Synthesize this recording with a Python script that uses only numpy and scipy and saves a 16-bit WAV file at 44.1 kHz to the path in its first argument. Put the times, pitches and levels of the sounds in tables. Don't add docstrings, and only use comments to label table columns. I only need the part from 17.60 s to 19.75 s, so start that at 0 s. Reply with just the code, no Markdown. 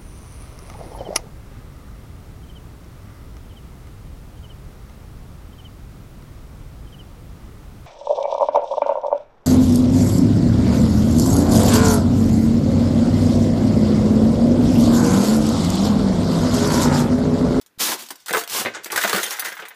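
import sys
import numpy as np
from scipy import signal
from scipy.fft import rfft, irfft
from scipy.io import wavfile
from scipy.ndimage import uniform_filter1d

SR = 44100
rng = np.random.default_rng(int(sys.argv[2]) if len(sys.argv) > 2 else 0)


def generate_wav(sig):
    pcm = np.round(np.clip(np.atleast_2d(sig).T, -1, 1) * 32767).astype(np.int16)
    wavfile.write(sys.argv[1], SR, pcm)


N = 94815
EVENT_SIZE = SR // 3
CUTOFF_HZ = 15350
SNAP_RISE_S, SNAPS_PER_S = 0.0018, 1500


def from_db(db):
    return 10 ** (np.asarray(db) / 20)


def unit_energy(x):
    return x / np.sqrt(np.sum(x ** 2) + 1e-20)


def at_hz(points, hz):
    f, value = np.transpose(points)
    return np.interp(np.log(np.maximum(hz, 1)), np.log(f), value)


def through(x, response):
    return signal.fftconvolve(x, response)[:len(x)]


def butter(x, hz, kind):
    return signal.sosfilt(signal.butter(2, hz, kind, fs=SR, output="sos"), x + 1e-18)


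def colour(x, spectrum, size=4096):
    gain = from_db(at_hz(spectrum, np.arange(size // 2 + 1) * SR / size))
    cepstrum = irfft(np.log(gain))
    cepstrum[1:size // 2] *= 2
    cepstrum[size // 2 + 1:] = 0
    return through(x, unit_energy(irfft(np.exp(rfft(cepstrum)))))


def ring(x, modes):
    t = np.arange(SR // 4) / SR
    response = sum(from_db(db - 60 * t / t60) * np.sin(2 * np.pi * hz * t) for hz, db, t60 in modes)
    return through(x, unit_energy(response))


def envelope(start, rise, t60, hold=0, sag_db=0, size=N):
    t = np.arange(size) / SR - start
    sag = sag_db * np.clip((t - rise) / max(hold, 1e-6), 0, 1)
    fall = np.minimum(60 * np.maximum(t - rise - hold, 0) / t60, 200)
    return np.clip(t / rise, 0, 1) * from_db(-sag - fall)


def blow(db, rise, t60):
    return from_db(db) * envelope(0, rise, t60, size=EVENT_SIZE)


def grains(per_s, spread_db, even_s, size=EVENT_SIZE):
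    sizes = from_db(spread_db * np.minimum(rng.exponential(1, size), 5)) * rng.choice([-1, 1], size)
    clicks = sizes * (rng.random(size) < per_s / SR)
    power = np.abs(uniform_filter1d(clicks ** 2, max(int(even_s * SR), 2)))
    return clicks / np.sqrt(power + 1e-4)


def add(out, s, sound):
    i = max(int(s * SR), 0)
    out[i:i + len(sound)] += sound[:max(N - i, 0)]


def fragment(t60, count):
    t = np.arange(SR // 16) / SR
    tones = np.sin(2 * np.pi * np.outer(rng.uniform(2820, 15000, count), t))
    return unit_energy(tones.sum(axis=0) * from_db(-60 * t / t60))


def cab(x, wet_db):
    decay = envelope(0.002, SNAP_RISE_S, t60=0.078, size=SR // 8)
    response = from_db(wet_db) * unit_energy(rng.standard_normal(SR // 8) * decay)
    response[0] = 1
    return through(x, unit_energy(response))


# (time [s], level [dB], t60 [s])
CRACKS = [(0.012, -47.5, 0.063), (0.0608, -48.5, 0.047), (.088, -72, 0.072), (0.185, -36.5, 0.048),
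          (.422, -35, 0.027), (.461, -38.5, 0.033), (.486, -37, 0.042), (.5035, -28, 0.058),
          (.5555, -41.5, 0.027), (.580, -67, 0.025), (0.6, -49, 0.052), (.659, -35.5, 0.13),
          (.667, -72.5, .03), (.681, -29, .07), (.694, -35, 0.036), (.707, -27, 0.013),
          (0.7274, -21.5, 0.062), (.745, -37, 0.052), (.767, -27.5, 0.16), (.787, -26, 0.15),
          (.810, -36, 0.048), (0.836, -30.5, 0.033), (0.875, -31, 0.036), (.897, -28, 0.033),
          (1.234, -39.5, 0.17), (1.2443, -21.5, 0.0032), (1.257, -34.5, 0.092), (1.304, -35.5, 0.048),
          (1.318, -23, 0.074), (1.3598, -18, 0.037), (1.375, -21, .06), (1.389, -38, 0.027),
          (1.411, -25, 0.08), (1.4264, -23, 0.036), (1.4354, -19.5, .05), (1.475, -24, 0.08),
          (1.494, -18.5, 0.016), (1.529, -20.5, 0.069), (1.547, -24, .07), (1.560, -20.5, 0.053),
          (1.582, -25.5, 0.017), (1.630, -19.5, 0.043), (1.706, -24, 0.042), (1.722, -27.5, 0.061),
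          (1.793, -26.5, 0.11), (1.846, -27.5, 0.028), (1.856, -28.5, 0.038), (1.881, -34, 0.018),
          (1.924, -36, 0.026), (1.950, -51, .06), (1.972, -44, 0.11), (1.997, -44, 0.14),
          (2.052, -43.5, 0.084), (2.0828, -41, 0.036)]
# (frequency [Hz], relative level [dB])
CRACK_COLOUR = [(40, -36), (200, -26.5), (800, -2.5), (2200, -5.5), (3800, 0), (7000, 1), (10000, -1),
                (12000, -3), (15000, 3)]


def cracks(onset_snap_db=7.5, ring_db=-5, gain_db=2.5):
    out = np.zeros(N)
    for s, db, t60 in CRACKS:
        snaps = grains(SNAPS_PER_S, spread_db=0.5, even_s=0.006)
        snaps[int(SNAP_RISE_S * SR)] += from_db(onset_snap_db)
        run = blow(db, SNAP_RISE_S, t60) * snaps
        ringing = from_db(ring_db) * through(run, fragment(t60=0.021, count=16))
        add(out, s, cab(run + ringing, wet_db=-8))
    return from_db(gain_db) * colour(out, CRACK_COLOUR)


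def bump(time_s=0.1785, width_s=0.00069, peak_db=-39):
    t = np.arange(N) / SR
    return from_db(peak_db) * np.exp(-0.5 * ((t - time_s) / width_s) ** 2)


# (time [s], rise [s], hold [s], level [dB], sag over the hold [dB], t60 [s], low cut [Hz])
SHOWERS = [(0.191, 0.017, 0.13, -18.5, 6, 0.1, 40), (0.371, 0.023, 0.043, -34.5, 5, 0.13, 60),
           (0.568, 0.057, 0.028, -57, 26, 0.12, 600), (0.877, 0.079, 0.048, -22, 0, 0.18, 91),
           (1.299, 0.075, 0.237, -31, 2, 0.16, 400), (1.572, 0.043, 0.19, -31.5, 9.5, 0.12, 900),
           (1.829, 0.011, 0.013, -39.5, -9, .3, 494)]
# (frequency [Hz], relative level [dB])
CRUMB_COLOUR = [(40, -11), (110, -26), (230, 6), (500, -4.5), (1000, 2.5), (2200, 0.5), (3300, 2.5),
                (6000, 3), (9000, 0), (15000, -1.5)]


def showers(crumbs_per_s=9000, gain_db=0.5):
    out = np.zeros(N)
    for s, rise, hold, db, sag, t60, low_cut_hz in SHOWERS:
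        level = from_db(db) * envelope(s, rise, t60, hold, sag)
        crumbs = level * grains(crumbs_per_s, spread_db=1, even_s=0.024, size=N)
        out += butter(cab(crumbs, wet_db=-7.5), low_cut_hz, "high")
    return from_db(gain_db) * colour(out, CRUMB_COLOUR)


# (time [s], clatter level [dB], thud level [dB], centre [Hz], clatter t60 [s])
KNOCKS = [(0.216, -35, -35, 1330, 0.058), (0.284, -30, -31.5, 943, 0.17), (0.316, -27, -36.5, 1030, 0.14),
          (0.422, -50, -41.5, 900, 0.058), (.5035, -34.5, -39.5, 1040, 0.078),
          (0.664, -40, -97, 1500, 0.086), (0.683, -31, -47, 1380, .08), (.693, -22, -46, 1480, 0.026),
          (.707, -21, -21, 900, 0.043), (.7355, -10.5, -29, 1320, 0.017), (0.746, -15, -21.5, 1260, 0.045),
          (0.768, -19, -25.5, 1100, 0.068), (.810, -29, -36, 1490, 0.064), (0.946, -32.5, -36, 1180, 0.36),
          (1.008, -28, -39, 970, 0.1), (1.049, -22, -27, 1890, 0.036), (1.057, -18.5, -23.5, 1900, 0.1),
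          (1.137, -33, -50, 4770, .06), (1.147, -32, -62, 1540, 0.044), (1.147, -27.5, -71, 6300, 0.097),
          (1.163, -32.5, -40.5, 1610, 0.16), (1.257, -34, -40, 1730, 0.11),
          (1.301, -25.5, -36.5, 1620, 0.048), (1.324, -26, -31, 1140, 0.12),
          (1.357, -20.5, -32, 1600, 0.073), (1.375, -14.5, -33.5, 1560, 0.051),
          (1.389, -23, -47, 1700, 0.028), (1.412, -23, -57, 1800, 0.13), (1.4367, -15.5, -28, 1460, 0.048),
          (1.446, -16, -30, 744, 0.071), (1.474, -22, -40, 1580, 0.12), (1.495, -21, -33, 1670, 0.092),
          (1.53, -16, -14.5, 1400, 0.033), (1.545, -14.5, -24, 690, 0.042), (1.559, -23.5, -24, 1650, 0.13),
          (1.58, -24, -58, 1430, 0.14), (1.630, -28, -39, 1800, 0.19), (1.665, -35, -42.5, 1490, 0.16),
          (1.712, -29, -69, 1660, 0.27), (1.786, -30, -62, 1700, 0.098), (1.822, -30, -56, 1530, 0.085),
          (1.850, -25.5, -45, 1730, 0.17), (1.88, -30, -59, 1720, 0.041), (1.918, -29, -57, 1700, 0.08),
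          (1.967, -34.5, -74, 1720, 0.098), (1.990, -31, -56, 1500, 0.11),
          (2.021, -32.5, -42.5, 2320, 0.097), (2.052, -36.5, -77, 1880, 0.1),
          (2.078, -37, -74, 1800, 0.021), (2.105, -40, -70, 1800, 0.12)]
# (frequency [Hz], relative level [dB], t60 [s])
PANEL_MODES = [(207, -17, .15), (315, -15, .12), (446, -4, .17), (628, -8, .18), (694, -4, .2),
               (1038, -2, .14), (1184, -8, .12), (1316, -5, .15), (1480, -4, .18), (1562, -3, .2),
               (1825, -6, .18), (2043, -5, .16), (2547, -11, .18), (2830, -9, .14)]
# (frequency [Hz], relative level [dB])
CLATTER_COLOUR = [(60, -101.5), (250, -17), (450, -1), (800, 2.5), (1500, 5), (2100, 1), (2600, -5),
                  (3600, -4), (5500, -21.5), (14000, -41)]
# (frequency [Hz], relative level [dB])
THUD_COLOUR = [(25, -49), (60, -22.5), (110, -13), (160, -5.5), (205, 1), (255, -6.5), (340, 6.5), (480, 7),
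               (800, -5), (3000, -71)]


def knocks(chips_per_s=3000, rise_s=0.0014, focus_octaves=0.62, thud_stretch=1.525):
    broad, focused, thuds = np.zeros((3, N))
    for s, db, thud_db, hz, t60 in KNOCKS:
        chips = grains(chips_per_s, spread_db=2.5, even_s=0.003)
        burst = cab(blow(db, rise_s, t60) * chips, wet_db=-4)
        low, high = hz * 2 ** (-focus_octaves / 2), min(hz * 2 ** (focus_octaves / 2), CUTOFF_HZ)
        band_gain = np.sqrt(SR / 2 / (high - low))
        add(broad, s, burst)
        add(focused, s, band_gain * butter(burst, [low, high], "band"))
        add(thuds, s, blow(thud_db, rise_s, t60 * thud_stretch) * rng.standard_normal(EVENT_SIZE))
    clatter = from_db(-1.5) * (colour(broad, CLATTER_COLOUR) + from_db(-3) * focused)
    panels = from_db(-10) * ring(broad, PANEL_MODES)
    return butter(clatter + panels, 230, "high") + from_db(-0.5) * colour(thuds, THUD_COLOUR)


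# (time [s], hold [s], level [dB], sag over the hold [dB], t60 [s])
SKITTERS = [(0.372, 0.27, -45.5, 18.5, .08), (0.678, 0.097, -37.5, -11, .12), (1.333, 0.4, -37, -2.5, 0.21),
            (1.85, 0.35, -55, 9, 0.24)]


def tinkles(per_s=170, spread_db=2, tick_db=-2, count=400):
    level = sum(from_db(db) * envelope(s, SNAP_RISE_S, t60, hold, sag)
                for s, hold, db, sag, t60 in SKITTERS)
    level *= np.sqrt(SR / per_s)
    times = np.cumsum(rng.exponential(1 / per_s, count))
    out = np.zeros(N)
    for s, db in zip(times, rng.normal(0, spread_db, count)):
        crumb = fragment(t60=0.047, count=3)
        crumb[0] += from_db(tick_db)
        add(out, s, level[min(int(s * SR), N - 1)] * from_db(db) * unit_energy(crumb))
    return colour(cab(out, wet_db=-8), CRACK_COLOUR)


# (time [s], level [dB], pitch [Hz], t60 [s])
BOOMS = [(0.502, -43.5, 280, 0.12), (0.71, -47, 290, 0.1), (.738, -19, 442, 0.19), (0.74, -22, 1025, 0.099),
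         (0.913, -49.5, 118, 0.17), (1.003, -38, 154, 0.13), (1.045, -41.5, 110, 0.3),
         (1.054, -32, 238, 0.17), (1.344, -47, 108, 0.091), (1.441, -27.5, 205, .15),
         (1.444, -18.5, 684, 0.058), (1.534, -28.5, 335, 0.25), (1.538, -23.5, 195.7, 0.13)]


def booms(rise_s=0.007):
    t = np.arange(N) / SR
    return sum(from_db(db) * envelope(s, rise_s, t60) * np.sin(2 * np.pi * hz * (t - s))
               for s, db, hz, t60 in BOOMS)


# (time [s], level [dB], tilt [dB per octave])
CLINKS = [(1.629, -30, -2), (1.638, -27.5, -0.5), (1.655, -30.5, -29), (1.7937, -26.5, 9), (1.805, -44, 3),
          (1.882, -38.5, 6), (1.950, -52, 31), (2.083, -46, 24)]
# (frequency [Hz], relative level [dB], t60 [s])
PIECE_MODES = [(3170, -5, 0.22), (3534, -4.5, 0.07), (5990, -18, 0.055), (6220, 3.5, .09),
               (8500, -26, 0.057), (9453, -1.5, .07), (10070, -1, 0.091), (13740, -2.5, 0.072),
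               (14790, -13, .08)]


def clinks(bits=3, pitch_spread=0.0076, gain_db=12):
    out = np.zeros(N)
    lowest_hz = PIECE_MODES[0][0]
    for s, db, tilt in CLINKS:
        chatter = blow(db, SNAP_RISE_S, t60=0.027) * grains(SNAPS_PER_S, spread_db=-1.5, even_s=0.001)
        modes = [(hz * (1 + pitch_spread * detune), level + tilt * np.log2(hz / lowest_hz), t60)
                 for hz, level, t60 in PIECE_MODES for detune in rng.standard_normal(bits)]
        add(out, s, ring(chatter, modes))
    return from_db(gain_db) * butter(out, 2000, "high")


# (frequency [Hz], relative level [dB])
HALL_COLOUR = [(40, -4), (200, -5), (600, 12.5), (1200, 14), (1800, 12.5), (3000, 10), (6000, 4),
               (15000, -20)]
# (frequency [Hz], t60 [s])
HALL_T60 = [(150, 1.2), (600, 0.34), (1800, 0.52), (5000, 1.16), (14000, .45)]


def hall(x, gain_db=-21.5):
    edges = np.geomspace(60, 16000, 9)
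    tail = np.zeros(N)
    for low, high in zip(edges, edges[1:]):
        hz = np.sqrt(low * high)
        band = butter(rng.standard_normal(N), [low, high], "band")
        tail += band * from_db(at_hz(HALL_COLOUR, hz)) * envelope(0.005, 0.01, at_hz(HALL_T60, hz))
    return from_db(gain_db) * through(x, unit_energy(tail))


# (frequency [Hz], relative level [dB])
HUSH_COLOUR = [(25, -9), (80, 1), (300, 8.5), (600, 1), (1700, 3), (3000, -3.5), (8000, -12), (15000, -8.5)]


def hush(level_db=-65):
    return from_db(level_db) * colour(rng.standard_normal(N), HUSH_COLOUR)


def scene():
    crumbs = showers() + tinkles()
    snaps = cracks()
    slabs = knocks() + clinks()
    tail = hall(slabs + from_db(-0.5) * crumbs + from_db(-10) * snaps)
    return (crumbs + snaps + slabs + booms() + tail + bump() + hush())[None]


def record(dry):
    return signal.sosfilt(signal.ellip(12, 0.2, 80, CUTOFF_HZ, fs=SR, output="sos"), dry)


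dry = scene()
out = record(dry)
generate_wav(out)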